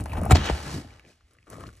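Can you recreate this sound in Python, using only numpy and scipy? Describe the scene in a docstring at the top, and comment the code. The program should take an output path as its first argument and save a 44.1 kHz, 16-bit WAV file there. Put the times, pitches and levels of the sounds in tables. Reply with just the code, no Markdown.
"""Boot kicking along gritty gravel

A work boot drags in over crackling grit, strikes with a crunch and a low thud, and sends sand and pebbles moving.
The grit settles; then the sole grinds softly once more, leaning further left.
Friction is filtered random grains, impacts are decaying modes, and fractures are short bursts of clicks.
Two close microphone ports hear it with a short room tail and quiet air."""
import sys
import numpy as np
from scipy import signal
from scipy.fft import rfft, irfft
from scipy.io import wavfile
from scipy.ndimage import uniform_filter1d

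SR = 44100
rng = np.random.default_rng(int(sys.argv[2]) if len(sys.argv) > 2 else 0)


def persist_wave(psi):
    """Save psi, clipped to +-1, as 16-bit WAV."""
    counts = np.round(np.clip(psi, -1, 1) * 32767).astype(np.int16)
    wavfile.write(sys.argv[1], SR, np.atleast_2d(counts).T)


N = 79380
T = np.arange(N) / SR  # time in s
# In every colour table, level_db is a relative spectral density.


def amp(db):
    """Level to amplitude: 20 dB is a factor of ten."""
    return 10 ** (np.asarray(db) / 20)


def evened(x):
    """Power normalisation: scales to rms 1."""
    return x / np.sqrt(np.mean(x ** 2) + 1e-20)


def steadied(x, size):
    """Envelope flattening: divides by the running rms over size samples."""
    return x / np.sqrt(abs(uniform_filter1d(x ** 2, size)) + 1e-9)


def read(points, hz):
    """Interpolation of a curve on a logarithmic frequency axis."""
    f, value = np.transpose(points)
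    return np.interp(np.log(hz + 1), np.log(f + 1), value)


def add(mix, s, sound):
    """Superposition: adds a sound into the mix from s seconds on."""
    part = mix[max(round(s * SR), 0):][:len(sound)]
    part += sound[:len(part)]


def colour(x, tone, size=4096):
    """Minimum-phase filtering: the log gain fixes the phase; the response has unit energy."""
    log_gain = np.log(amp(read(tone, abs(np.fft.fftfreq(size, 1 / SR)))))
    spectrum = np.exp(np.conj(signal.hilbert(log_gain)))
    taps = np.fft.ifft(spectrum).real[:size // 2]
    return signal.fftconvolve(x, taps / np.linalg.norm(taps))[:len(x)]


def high_pass(x, hz):
    """Second-order high-pass filtering: attenuates what lies below hz."""
    return signal.sosfilt(signal.butter(2, hz, "high", fs=SR, output="sos"), x)


def ring(hz, t60, rise, size=12000):
    """Damped oscillation: one mode falls 60 dB in t60 seconds after a soft start."""
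    t = T[:size]
    decay = np.exp(-np.log(1000) * t / t60)
    return np.sin(2 * np.pi * hz * t) * decay * (1 - np.exp(-t / rise))


def burst(length, tone, rise, size=4096):
    """Brittle fracture: random clicks swell and die; their energy is that of rms 1 over length."""
    t = np.arange(size) / SR
    fractures = rng.standard_normal(size) * (rng.random(size) < .4)
    attack = np.minimum(t / (rise * length + 1e-9), 1) ** 2  # rise is a share of the length
    x = colour(fractures * np.exp(-(t / length) ** 2) * attack, tone)
    return x * np.sqrt(length * SR / (np.sum(x ** 2) + 1e-20))


def grains(per_s, spread_db):
    """Random impulse train: signs are random, levels exponentially scattered in dB."""
    sizes = amp(spread_db * np.minimum(rng.exponential(1, N), 4))
    signs = rng.choice([-1., 1.], N)
    return evened(sizes * signs * (rng.random(N) < per_s / SR))


def scrape(curve, tone, per_s, spread_db, clump_db, body_db, treble_db):
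    """Granular friction: clumped grains in two bands, each following its own level curve."""
    split_hz, fade_s = 2570, 0.036
    s, body, treble = np.transpose(curve)
    clumps = amp(clump_db * evened(uniform_filter1d(rng.standard_normal(N), size=200)))
    grit = colour(grains(per_s, spread_db) * clumps, tone)

    def band(kind):
        """Band splitting: one side of the split, held at a steady level."""
        return steadied(signal.sosfilt(signal.butter(3, split_hz, kind, fs=SR, output="sos"), grit), size=2000)

    low = band("low") * amp(body_db + np.interp(T, s, body))
    high = band("high") * amp(treble_db + np.interp(T, s, treble))
    # full between the ends of the curve, fading outside them
    gate = np.clip(np.minimum(T - s[0], s[-1] - T) / fade_s + 1, 0, 1)
    return gate * (low + high)


def thuds():
    """Damped low modes: heel and stones thud dully."""
    # thuds: start_s, level_db, pitch_hz, t60_s
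    thud_list = [(.18, -18.5, 233, 0.046), (0.196, -14.5, 81, 0.14), (0.228, -19, 188.4, 0.063),
                 (0.315, 4.5, 103, 0.021), (0.3299, 0, 76.3, 0.12), (.355, -16.5, 288, 0.039),
                 (0.5, -13, 189, 0.026), (0.527, -15.5, 75.5, .13), (0.663, -30.5, 144.5, 0.22),
                 (.74, -18, 140, .06), (0.751, -19, 240, 0.021), (.773, -23, 195, 0.036),
                 (0.848, -33, 265, 0.031), (1.062, -55, 328, 0.017), (1.073, -45, 220, 0.046),
                 (1.237, -51, 62.2, .15), (1.385, -50.5, 106.6, .1), (1.555, -40, 300, 0.02),
                 (1.608, -38, 200, 0.03)]
    out = np.zeros(N)
    for s, db, hz, t60 in thud_list:
        add(out, s, amp(db) * ring(hz, t60, rise=0.0024))
    return out


def boot_ring():
    """Modal superposition: the kick rings the modes of the boot together, with alternating signs."""
    # modes of the boot: pitch_hz, level_db (before kick_db), t60_s
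    boot_modes = [(139.3, -18.5, .36), (203.7, -23.5, 0.47), (285.4, -22, .19), (422, -25, .12),
                  (467, -28, 0.17), (597, -33.5, 0.13), (744.4, -10.5, .09), (863, -21, 0.098),
                  (1096, -31, 0.048), (1255, -27.5, .07), (1333, -31, .08)]
    kick_s, kick_db = .31, -0.5
    out = np.zeros(N)
    for k, (hz, db, t60) in enumerate(boot_modes):
        add(out, kick_s, (-1) ** k * amp(kick_db + db) * ring(hz, t60, rise=0.0026))
    return out


def crunch():
    """Brittle fracture in three bands: gravel is crushed under the kick."""
    # crushed gravel: start_s, length_s, body_db, middle_db, treble_db
    crunches = [(0.2994, 0.0017, -22, -42.5, -44.5), (.303, 0.011, -28.5, -39, -37),
                (0.3077, 0.0064, -16.5, -30, -25.5), (0.3145, 0.0035, -17, -23, -24),
                (0.3192, 0.0046, -18.5, -23.5, -26), (0.3497, 0.0042, -23, -33, -44),
                (0.3539, .0055, -20, -24.5, -36.5), (.364, 0.0032, -36.5, -34, -42),
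                (0.3685, 0.002, -26.5, -26, -36.5)]
    # colours of the three bands: frequency_hz, level_db
    body_tone = [(120, -8.5), (280, 1.5), (420, -6), (600, -6), (780, 1.5), (1000, -2), (1400, -5),
                 (1900, -15.5), (4000, -45)]
    middle_tone = [(1000, -29), (1800, -0.5), (2300, 1.5), (2800, -2.5), (3500, -0.5), (4300, -0.5),
                   (5000, -6), (6000, -10), (9000, -35)]
    treble_tone = [(3500, -27.5), (5500, -20.5), (7300, 2), (8700, -7), (9700, -2.5), (10700, -9),
                   (13500, -8.5), (15800, -10.5)]
    out = np.zeros(N)
    for s, length, *levels in crunches:
        for db, tone in zip(levels, (body_tone, middle_tone, treble_tone)):
            add(out, s, amp(db) * burst(length, tone, rise=0.4))
    return out


def drag():
    """Granular friction: the sole drags in over grit, then scrapes up to the kick."""
    # sole dragging: time_s, body_level_db, treble_level_db (before the offsets below)
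    drag_levels = [(0, -37, -49.5), (.03, -48, -68), (.09, -46.5, -55.5), (.12, -43.5, -49.5),
                   (.15, -41, -57.5), (.18, -31.5, -49), (.205, -38, -69), (.26, -31.5, -65),
                   (.286, -43.5, -74), (.305, -27.5, -35)]
    # colour: frequency_hz, level_db
    drag_tone = [(150, -18), (300, 1.5), (750, 7), (1300, -3.5), (1900, -12), (2700, -10), (3500, -24),
                 (6500, -38.5), (9500, -22.5), (12500, -21), (15800, -31.5)]
    return scrape(drag_levels, drag_tone, per_s=1700, spread_db=-0.5, clump_db=3.0, body_db=-3.0, treble_db=3)


def grind():
    """Granular friction: the sole grinds softly at the end."""
    # sole grinding: time_s, body_level_db, treble_level_db (before the offsets below)
    grind_levels = [(1.28, -76.5, -75), (1.32, -64, -71), (1.38, -67.5, -78.5), (1.455, -83, -75.5),
                    (1.475, -52, -71), (1.525, -42, -55.5), (1.585, -48, -61), (1.61, -42, -58.5),
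                    (1.68, -49, -62), (1.715, -58.5, -65), (1.8, -68, -64.5)]
    # colour: frequency_hz, level_db
    grind_tone = [(150, -8), (300, 2), (550, 2.5), (850, -11), (1180, 2), (1650, -13.5), (2100, -12.5),
                  (2500, -19.5), (3200, -24.5), (6500, -25.5), (7300, -27), (7750, -22.5), (8300, -30),
                  (9500, -25.5), (11000, -25), (15800, -42)]
    return scrape(grind_levels, grind_tone, per_s=1600, spread_db=2.0, clump_db=3.0, body_db=-4, treble_db=1.0)


def sand():
    """Granular friction: coarse grit scuffs under the sole, then finer sand slides and settles."""
    # scuff after the kick, and slide: time_s, body_level_db, treble_level_db (before the offsets below)
    scuff_levels = [(.33, -43, -61), (.343, -41.5, -50.5), (.355, -25, -36.5), (.385, -31.5, -47.5),
                    (.42, -32.5, -48.5), (.465, -28, -40), (.492, -28, -47)]
    slide_levels = [(.495, -34.5, -45.5), (.56, -34, -45.5), (.64, -39, -46), (.67, -34, -45),
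                    (.74, -37.5, -42), (.795, -42, -48.5), (.85, -51.5, -61), (.95, -52, -64.5),
                    (1.04, -61.5, -73), (1.09, -60, -60), (1.19, -72, -76), (1.28, -73.5, -79.5)]
    # their colours: frequency_hz, level_db
    scuff_tone = [(150, -18), (300, 1), (800, -1.5), (1400, -1), (2200, -6), (3300, -1.5), (4700, -8),
                  (6500, -11), (9000, -22.5), (12000, -25.5), (15800, -41)]
    slide_tone = [(150, -12), (300, -8), (800, -5), (1400, -8), (2100, -11), (3100, -9), (4700, -4),
                  (6500, -8), (9000, -11), (12500, -14), (15800, -51)]
    scuff = scrape(scuff_levels, scuff_tone, per_s=2600, spread_db=2.0, clump_db=1.0, body_db=-3.5, treble_db=5.5)
    slide = scrape(slide_levels, slide_tone, per_s=5500, spread_db=3.0, clump_db=1.05, body_db=-5, treble_db=-2.0)
    return scuff + slide


def knocks():
    """Impact of small solids: each pebble rings briefly and chips around its own pitch."""
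    # knocks: start_s, level_db, pitch_hz, chip_db (relative to level_db), chip_length_s
    knock_list = [(.057, -27, 900, -10, 0.0099), (.119, -25, 2500, -27, 0.0068),
                  (0.1322, -17, 960, -21, 0.0093), (0.154, -30, 1130, -16, 0.0056),
                  (0.17, -24.5, 1080, -16.5, 0.0063), (.173, -22, 710, -18, 0.0062),
                  (0.183, -21.5, 543, -22.5, 0.0075), (.2165, -17, 560, -25, 0.0034),
                  (0.235, -23, 1250, -33, .003), (0.2391, -33, 1032, -27, .002),
                  (0.2611, -22, 1130, -28, .004), (0.2627, -15, 701, -28, .004),
                  (0.4935, -22.5, 2400, -22, 0.0032), (0.4969, -13, 950, -13, 0.0048),
                  (0.4987, -15, 473, -10.5, .004), (0.846, -32.5, 655, -19, 0.0029),
                  (.905, -42, 2330, -15, 0.0028), (.9955, -49.5, 2260, 4.5, 0.0013),
                  (1.05, -45, 2400, -12, 0.0018), (1.062, -44, 2410, -20, .002),
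                  (1.101, -46, 2500, -16, .002), (1.208, -50, 1375, -16, 0.0053),
                  (1.351, -49.5, 1508, -20, 0.0027), (1.386, -45.5, 1950, -14.5, .002),
                  (1.387, -48.5, 2750, -24, 0.0021), (1.428, -49.5, 2506, -11.5, 0.0012),
                  (1.469, -41.5, 1250, -16, 0.0084), (1.501, -39, 1240, -19, 0.004),
                  (1.528, -36.5, 1200, -14, 0.0033), (1.532, -29.5, 590, -16, 0.0015),
                  (1.554, -37, 1200, -17.5, .005), (1.583, -30, 510, -20, 0.0047),
                  (1.602, -34.5, 1110, -27, .004), (1.607, -29.5, 1180, -14, 0.0021),
                  (1.638, -23.5, 1134, -20, 0.0028), (1.66, -43, 1300, -8, 0.003),
                  (1.666, -39.5, 4240, -14.5, 0.0096), (1.69, -32, 1430, -17, 0.0016)]
    # colour of the chipping: multiple of the pitch, level_db
    chip_tone = [(.15, -7.5), (.5, -2), (1, 5), (1.8, -3.5), (3.3, -15), (8, -23.5), (16, -32)]
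    out = np.zeros(N)
    for s, db, hz, chip_db, chip_s in knock_list:
        tone = [(multiple * hz, level) for multiple, level in chip_tone]
        chips = amp(chip_db) * burst(chip_s, tone, rise=0.11)
        tap = amp(-4) * ring(hz, t60=0.014, rise=0.00044, size=4096)
        add(out, s, amp(db) * (tap + chips))
    return out


def snaps():
    """Brittle fracture: single grains snap brightly."""
    # snaps: start_s, level_db (before snap_db)
    snap_list = [(0.0054, -35.5), (0.0384, -37), (0.057, -37.5), (0.1325, -41.5), (0.185, -44),
                 (0.2132, -38), (0.2314, -41), (0.234, -34.5), (0.2526, -30.5), (0.4577, -34.5),
                 (0.9953, -61), (1.3334, -56), (1.5003, -37.5), (1.514, -56), (1.534, -48), (1.549, -50),
                 (1.566, -55), (1.6047, -45), (1.6362, -61), (1.675, -51.5), (1.766, -53)]
    # colour: frequency_hz, level_db
    snap_tone = [(2000, -35.5), (4500, -18), (7500, -10.5), (9600, 0), (12500, -5), (15800, -20)]
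    snap_s, snap_db = 0.002, -3.5
    out = np.zeros(N)
    for s, db in snap_list:
        add(out, s, amp(db + snap_db) * burst(snap_s, snap_tone, rise=0.8))
    return out


def rattle():
    """Random collisions: loose pebbles tap at random, each tap a damped mode of its own pitch."""
    # rattles: start_s, end_s, level_db, hits_per_s, lowest_pitch_hz, highest_pitch_hz
    rattles = [(0.097, 0.288, -48, 220, 466, 1550), (0.366, 0.501, -44.5, 430, 919, 3770),
               (0.824, 1.004, -74, 150, 790, 3050), (1.02, 1.132, -68, 200, 1500, 3220),
               (1.04, 1.121, -62, 150, 330, 547), (1.507, 1.678, -68, 260, 399, 2060)]
    t60_s, level_range_db = 0.014, 5
    out = np.zeros(N)
    for start, end, db, per_s, low_hz, high_hz in rattles:
        taps = np.zeros(N)
        count = max(int(per_s * (end - start)), 1)
        for when, pitch, weight in rng.random((count, 3)):
            hz = low_hz * (high_hz / low_hz) ** pitch
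            tap = amp(level_range_db * weight) * ring(hz, t60_s, rise=0.00013, size=2000)
            add(taps, start + when * (end - start), tap)
        # rms set over the rattle's own span
        out += amp(db) * evened(taps) * np.sqrt((end - start) * SR / N)
    return out


def rumble():
    """Forced vibration: the sole judders over the stones and shakes the floor in two low bands."""
    # floor shaking: time_s, bass_level_db, low_middle_level_db (before murk_db)
    shaking = [(0, -29, -33.5), (.08, -38, -47), (.15, -29.5, -40.5), (.19, -26, -42.5), (.215, -36, -34),
               (.24, -34, -33.5), (.27, -30, -36), (.3, -24, -33), (.345, -22, -30), (.375, -28, -30),
               (.39, -22, -33.5), (.45, -34, -44), (.485, -38, -55), (0.501, -36, -27.5),
               (.515, -25.5, -58), (.54, -36, -36.5), (0.578, -40.5, -51), (0.721, -42.5, -41.5),
               (.75, -48, -32), (.79, -42, -35), (.825, -46, -47.5), (1.022, -59, -68.5), (1.072, -69, -59),
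               (1.202, -72, -81), (1.465, -66.5, -69), (1.524, -52.5, -49), (1.679, -46.5, -46.5),
               (1.73, -53.5, -64), (1.8, -57, -72)]
    # colours of bass and low middle: frequency_hz, level_db
    bass_tone = [(15, -36), (35, -23), (55, -4), (75, -0.5), (100, -7), (140, -20.5), (300, -58.5)]
    murk_tone = [(60, -16), (105, 3), (140, -2.5), (200, -3.5), (290, -4), (400, -15.5), (800, -45.5)]
    murk_db = 0.5
    s, bass, murk = np.transpose(shaking)
    deep = steadied(colour(rng.standard_normal(N), bass_tone), size=1500)
    dull = steadied(colour(grains(900, 2.6), murk_tone), size=1300)
    return deep * amp(np.interp(T, s, bass)) + dull * amp(murk_db + np.interp(T, s, murk))


def quiet_air():
    """Stationary noise: Gaussian noise through a fixed colour."""
    # colour: frequency_hz, level_db
    air_tone = [(20, 2.5), (70, 1.5), (200, -10), (600, -22.5), (2000, -12), (5000, -19.5), (10000, -41.5),
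                (15800, -44)]
    return amp(-72) * colour(rng.standard_normal(N), air_tone)


def room(x):
    """Diffuse reverberation: exponentially decaying noise, independent at each port."""
    # colour of the tail: frequency_hz, level_db
    room_tone = [(40, -30.5), (200, -12.5), (600, 1.5), (4000, 0.5), (15000, -4)]
    t60_s = 0.063
    decay = np.exp(-np.log(1000) * T[:SR // 2] / t60_s)
    tails = [colour(rng.standard_normal(SR // 2), room_tone) * decay for _ in range(2)]
    return np.array([signal.fftconvolve(x, tail / np.linalg.norm(tail))[:N] for tail in tails])


def ports(x, balance, size=2 * N):
    """Interchannel phase and level: opposite halves go to each port, keeping the mean power."""
    # phase between the ports: frequency_hz, phase_rad
    port_phase = [(300, 0), (700, -.2), (1120, -.7), (2400, .8), (3400, .9), (4400, 1.6), (4800, 3),
                  (5300, 6.6), (6200, 6.9), (8600, 8.1), (10500, 8.7), (15300, 9.5)]
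    hz = np.fft.rfftfreq(size, 1 / SR)
    lean = amp(read(balance, hz) / 2)
    turn = np.exp(.5j * read(port_phase, hz))
    pair = np.array([lean * turn, 1 / (lean * turn)]) / np.sqrt((lean ** 2 + lean ** -2) / 2)
    return irfft(rfft(x, size) * pair, size)[:, :N]


def scene():
    """Superposition and stereo placement: opposite polarity widens the sand; the boot moves left."""
    # left port over right, at first and after the move: frequency_hz, level_db
    first_balance = [(110, 0), (200, .7), (380, 2.5), (720, 6), (1250, 2.8), (2100, 0), (3330, -2.3),
                     (5500, -.5), (15000, 0)]
    left_balance = [(100, .5), (270, 4), (450, 6), (1220, 6), (2010, 1.5), (3330, -1.5), (5500, -.5),
                    (15000, 0)]
    # the boot moves to the left: start_s, end_s
    move_left = (1.15, 1.45)
    kick = thuds() + boot_ring() + crunch()
    floor = kick + drag() + grind() + sand() + knocks() + snaps() + rattle() + rumble()
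    left = np.interp(T, move_left, [0, 1])
    placed = ports(floor * (1 - left) + quiet_air(), first_balance) + ports(floor * left, left_balance)
    # a second, independent layer of sand with opposite signs at the ports
    wide = amp(-8.5) * ports(high_pass(sand(), 500), first_balance) * [[1], [-1]]
    return placed + wide + amp(-11) * room(floor)


def record(dry):
    """Saturation and band limiting: low cut, soft overload above a knee, then a steep treble limit."""
    low_cut_hz, edge_hz = 22, 15800
    knee, ceiling = .55, .82  # amplitudes
    cut = high_pass(dry, low_cut_hz)
    clean = np.clip(cut, -knee, knee)
    soft = clean + (ceiling - knee) * np.tanh((cut - clean) / (ceiling - knee))
    taps = signal.firwin(511, edge_hz, window=("kaiser", 9), fs=SR)
    return signal.oaconvolve(soft, taps[None], "same")


dry = scene()
out = record(dry)
persist_wave(out)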